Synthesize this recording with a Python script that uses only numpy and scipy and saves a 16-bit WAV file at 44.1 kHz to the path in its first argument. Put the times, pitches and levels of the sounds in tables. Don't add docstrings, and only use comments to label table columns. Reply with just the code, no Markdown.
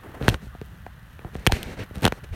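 import sys
import numpy as np
from scipy.fft import rfft, irfft, next_fast_len
from scipy.io import wavfile
from scipy.ndimage import map_coordinates

SR = 44100
rng = np.random.default_rng(int(sys.argv[2]) if len(sys.argv) > 2 else 0)


def store_pcm(level_fs):
    pcm = np.round(np.clip(level_fs, -1, 1) * 32767).astype(np.int16)
    wavfile.write(sys.argv[1], SR, np.atleast_2d(pcm).T)


N = 103635
FFT_SIZE = 16384


def amp(db):
    return 10 ** (np.asarray(db) / 20)


def unit(x):
    return x / np.sqrt(np.mean(x ** 2) + 1e-20)


def db_at(spectrum, hz):
    points_hz, db = np.transpose(spectrum)
    return np.interp(np.log(hz + 1), np.log(points_hz + 1), db)


def wobble(knots_per_s):
    return map_coordinates(rng.standard_normal(2048), [np.arange(N) * knots_per_s / SR], mode="wrap")


def filtered(x, response):
    size = next_fast_len(N + FFT_SIZE)
    return irfft(rfft(x, size) * response(np.fft.rfftfreq(size, 1 / SR)), size)[:N]


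def noise(*spectra):
    return unit(filtered(rng.standard_normal(N), lambda hz: amp(sum(db_at(s, hz) for s in spectra))))


def impulses(per_s):
    return rng.standard_normal(N) * (rng.random(N) < per_s / SR)


def swells(rows):
    t = np.arange(N) / SR
    return sum(amp(db) * np.exp(-((t - time_s) / width_s) ** 2 / 2) for time_s, width_s, db in rows)


def minimum_phase(gain):
    cepstrum = irfft(np.log(np.maximum(gain, 1e-6)))
    half = len(cepstrum) // 2
    return np.exp(rfft(np.r_[cepstrum[0], 2 * cepstrum[1:half], np.zeros(half)]))


def ringing(t60_s):
    burst = rng.standard_normal(FFT_SIZE) * amp(-60 * np.arange(FFT_SIZE) / SR / t60_s)
    return rfft(burst / np.linalg.norm(burst))


# (frequency [Hz], level [dB])
RUMBLE_SPECTRUM = [(20, -43), (35, -10), (58, -2), (120, -7), (170, -7.5), (260, -25), (500, -41),
                   (2000, -48)]


def rumble(level_db=-45.5, swing_db=1):
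    return amp(level_db) * unit(noise(RUMBLE_SPECTRUM) * amp(swing_db * wobble(11.48)))


# (time [s], level [dB])
WASH_LEVELS = [(0, -52.5), (.21, -52.5), (.36, -54), (.67, -54.5), (1.18, -55.5), (1.4, -53.5),
               (1.9, -52.5), (2.35, -54)]
# (frequency [Hz], level [dB])
WASH_SPECTRUM = [(100, -4), (300, -6), (600, -5.5), (950, -3.5), (1450, 0.5), (1950, 0), (2150, -11.5),
                 (2900, -8), (4200, -17), (4900, -25), (6200, -23.5), (7800, -36), (9900, -21.5),
                 (10600, -31.5), (13300, -19.5), (15800, -32)]


def wash(swing_db=0.23, fizz_db=-12.5, fizz_highpass_hz=5000):
    level_db = np.interp(np.arange(N) / SR, *np.transpose(WASH_LEVELS))
    pops = impulses(per_s=150)
    fizz = unit(filtered(pops, lambda hz: amp(db_at(WASH_SPECTRUM, hz)) * hz / (hz + fizz_highpass_hz)))
    return amp(level_db + swing_db * wobble(14)) * (noise(WASH_SPECTRUM) + amp(fizz_db) * fizz)


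# (time [s], width [s], level [dB])
LAPS = [(.05, 0.03, -46), (.17, 0.054, -40), (.73, 0.016, -52), (1.25, 0.031, -46.5), (2.19, 0.01, -45.5),
        (2.345, 0.0068, -42)]
# (frequency [Hz], level [dB])
LAP_SPECTRUM = [(80, -1), (200, 6.5), (450, 2.5), (900, -1), (1800, -7), (4000, -30), (12000, -29)]


def laps(gurgle_db=4.9):
    return swells(LAPS) * unit(noise(LAP_SPECTRUM) * amp(gurgle_db * wobble(83)))


# (time [s], pitch [Hz], level [dB], T60 [s])
PLOPS = [(0.044, 390, -36, .05), (0.426, 195, -29, 0.09), (0.524, 1163, -45, 0.17),
         (1.26, 323, -31.5, 0.047), (1.495, 777, -15.5, 0.042)]


def plops(attack_s=0.0045, rise_per_s=1.6, jitter_rad=0.89):
    out = np.zeros(N)
    for time_s, hz, db, t60_s in PLOPS:
        t = np.maximum(np.arange(N) / SR - time_s, 0)
        phase = 2 * np.pi * hz * t * (1 + rise_per_s * t / 2) + jitter_rad * wobble(250)
        envelope = amp(db - 60 * t / t60_s) * (1 - np.exp(-t / attack_s))
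        out += envelope * np.sin(phase)
    return out


# (frequency [Hz], gain [dB])
CASING_RESPONSE = [(200, -1), (290, -4), (450, 1), (600, -2.5), (800, -0.5), (1180, -3.5), (1600, 1.5),
                   (2080, -2), (2450, -0.5), (3200, -3.5), (4100, -3), (5000, -8.5), (5700, -6), (7400, -8),
                   (9400, -3), (10400, -11), (13500, -5.5), (16000, -20.5)]
# (frequency [Hz], level [dB])
HISS_SPECTRUM = [(150, 14), (500, 7), (1100, -8.5), (2100, 3), (3300, -1.5), (5500, -2.5), (9000, -8.5),
                 (15000, -11.5)]
# (frequency [Hz], level [dB])
SCUFF_SPECTRUM = [(25, -40), (70, 9.5), (170, 4), (450, 0), (800, -6.5), (1500, -12), (5000, -34)]
# (start [s], length [s], level [dB], scuff over hiss [dB], treble lift [dB])
RUBS = [(0.204, 0.034, -46, 13, -2.5), (0.235, 0.034, -42.5, 10.5, 1.5), (0.27, 0.075, -45.5, 13.5, 8.5),
        (0.41, 0.052, -59, 9, 11.5), (1.326, 0.11, -48, -1.5, -8.5), (1.448, 0.0088, -43, -4, 6),
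        (1.509, 0.061, -31.5, -5.5, -1), (1.576, 0.16, -39.5, -1.5, -5), (1.765, 0.028, -42, 3, -13),
        (1.785, 0.049, -34.5, -5, -16), (1.936, 0.082, -53, 11, 4), (2.022, 0.038, -39, 16, 10),
        (2.114, 0.067, -60, 9.5, 13), (2.234, 0.01, -38.5, -7, -1), (2.321, .04, -41, -18, -8.5)]


def rubs(attack_s=0.0095, grain_db=0.5, treble_hz=4100):
    t, out = np.arange(N) / SR, np.zeros(N)
    hiss, scuff = noise(HISS_SPECTRUM, CASING_RESPONSE), noise(SCUFF_SPECTRUM, CASING_RESPONSE)
    treble = filtered(hiss, lambda hz: hz ** 2 / (hz ** 2 + treble_hz ** 2))
    for start_s, length_s, db, scuff_db, treble_db in RUBS:
        release_s = 0.019 * np.sqrt(length_s / 0.18)
        attack = np.clip((t - start_s) / attack_s, 0, 1)
        release = np.exp(-np.maximum(t - start_s - length_s, 0) / release_s)
        friction = hiss + (amp(treble_db) - 1) * treble + amp(scuff_db) * scuff
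        out += amp(db) * attack * release * friction
    return out * unit(amp(grain_db * wobble(500)))


THUMP_HZ, BODY_HZ, CLACK_HZ, CLICK_HZ, TICK_HZ = 109, 350, 1170, 3060, 8470
SWEEP_CYCLES, SWEEP_KNEE_HZ = 0.862, 89.6
# (time [s], thump [dB], body [dB], clack [dB], click [dB], touched spot's pitch [Hz])
KNOCKS = [(0.2115, 24, 13, -8, -52, 513), (0.2258, 21, 2, -4, -8.5, 650),
          (.2815, 38.5, 31.5, 21.5, 13.5, 1540), (0.2892, 26, 11, -10, 13, 2940),
          (.2975, 29, 1, -3, 2.5, 3100), (.3431, 16, 14, 4, -1, 1460), (0.5498, 11, 3, -14, -39, 707),
          (0.6143, 18, 10.5, -11, -13.5, 429), (0.8647, 7, 2.5, 2, -18.5, 720),
          (1.1919, 11, 0, -9.5, -19, 2400), (1.2473, 20.5, 4, -8, -24.5, 726),
          (1.3529, 21.5, 12.5, 1.5, -13, 740), (1.4660, 13, 23, 18, 17.5, 2310),
          (1.4713, 37, 26.5, 10.5, 17.5, 3220), (1.5218, 24.5, 20, 11.5, 14, 4200),
          (1.6303, -7, -20, -9, 3, 13600), (1.9094, 15.5, 4, -26, -33, 606),
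          (1.9567, 10, -3, -7.5, -8, 8930), (1.9699, 22, 3.5, -17, -27, 199),
          (2.0217, 4, 3, -28, -5, 14500), (2.0331, 25, 3, -11, -1, 600), (2.0431, 31, 23.5, 6, 6, 213),
          (2.0515, 29.5, 25.5, 1.5, 10.5, 2400), (2.053, 30.5, 31, 16, 16.5, 3060),
          (2.0645, 26.5, 23, 18.5, 8, 734), (2.0769, 25.5, 20, 14, 2.5, 1520),
          (2.0802, 23, 15, -21, 5.5, 2900), (2.1229, 20, 16.5, 10, -2.5, 7000)]


def knocks(low_cut_hz=45, spot_width_oct=0.14, rattle_db=-1.5, rattle_highpass_hz=1470, deck_db=-21):
    out, hz = np.zeros(N + 2 * FFT_SIZE), np.fft.rfftfreq(FFT_SIZE, 1 / SR)
    low_cut = hz ** 3 / np.sqrt(hz ** 6 + low_cut_hz ** 6)
    sweep = np.exp(-2j * np.pi * SWEEP_CYCLES * np.log1p(hz / SWEEP_KNEE_HZ))
    rattle_highpass = 1j * hz / (1j * hz + rattle_highpass_hz)
    for time_s, thump_db, body_db, clack_db, click_db, spot_hz in KNOCKS:
        tick_db = click_db - 12.5 + 0.083 * (click_db - clack_db)
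        colour = [(THUMP_HZ, thump_db), (BODY_HZ, body_db), (CLACK_HZ, clack_db),
                  (CLICK_HZ, click_db), (TICK_HZ, tick_db)]
        spot_peak_db = 5.5 + 0.18 * max(-click_db, 0)
        spot_db = spot_peak_db / (1 + (np.log2((hz + 1) / spot_hz) / spot_width_oct) ** 2)
        gain = amp(db_at(colour, hz) + db_at(CASING_RESPONSE, hz) + spot_db) * low_cut
        blow = minimum_phase(gain) * sweep
        rattle = amp(rattle_db) * ringing(t60_s=0.0095) * rattle_highpass
        deck = amp(deck_db) * ringing(t60_s=0.15)
        out[round(time_s * SR):][:FFT_SIZE] += irfft(blow * (1 + rattle + deck))
    return out[:N]


# (time [s], width [s], level [dB])
GUSTS = [(.315, 0.034, -26.5), (.57, 0.055, -42), (1.385, 0.032, -38), (1.5, 0.0063, -27),
         (1.538, 0.0054, -19), (2.328, 0.008, -19.5)]
# (frequency [Hz], level [dB])
GUST_SPECTRUM = [(20, -18), (50, 13), (80, 8), (130, -29), (300, -63), (2000, -82)]


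def gusts():
    return swells(GUSTS) * noise(GUST_SPECTRUM)


# (time [s], width [s], level [dB])
GRIP_SHIFTS = [(.55, 0.16, -66.5), (1.05, 0.13, -70.5), (1.37, 0.035, -58), (1.99, 0.028, -49)]
# (frequency [Hz], level [dB])
SLIP_SPECTRUM = [(500, -11), (2500, -1), (6000, -2.5), (15000, -8.5)]


def crackle():
    slips = impulses(per_s=200)
    ticks = filtered(slips, lambda hz: amp(db_at(SLIP_SPECTRUM, hz) + db_at(CASING_RESPONSE, hz)))
    return swells(GRIP_SHIFTS) * unit(ticks)


def scene():
    return (knocks() + rubs() + crackle() + rumble() + gusts() + wash() + laps() + plops())[None]


def record(dry):
    cutoff_hz = 16300
    rounded = dry[0] / (1 + np.abs(dry[0]) ** 6) ** (1 / 6)
    return filtered(rounded, lambda hz: hz < cutoff_hz)[None]


dry = scene()
out = record(dry)
store_pcm(out)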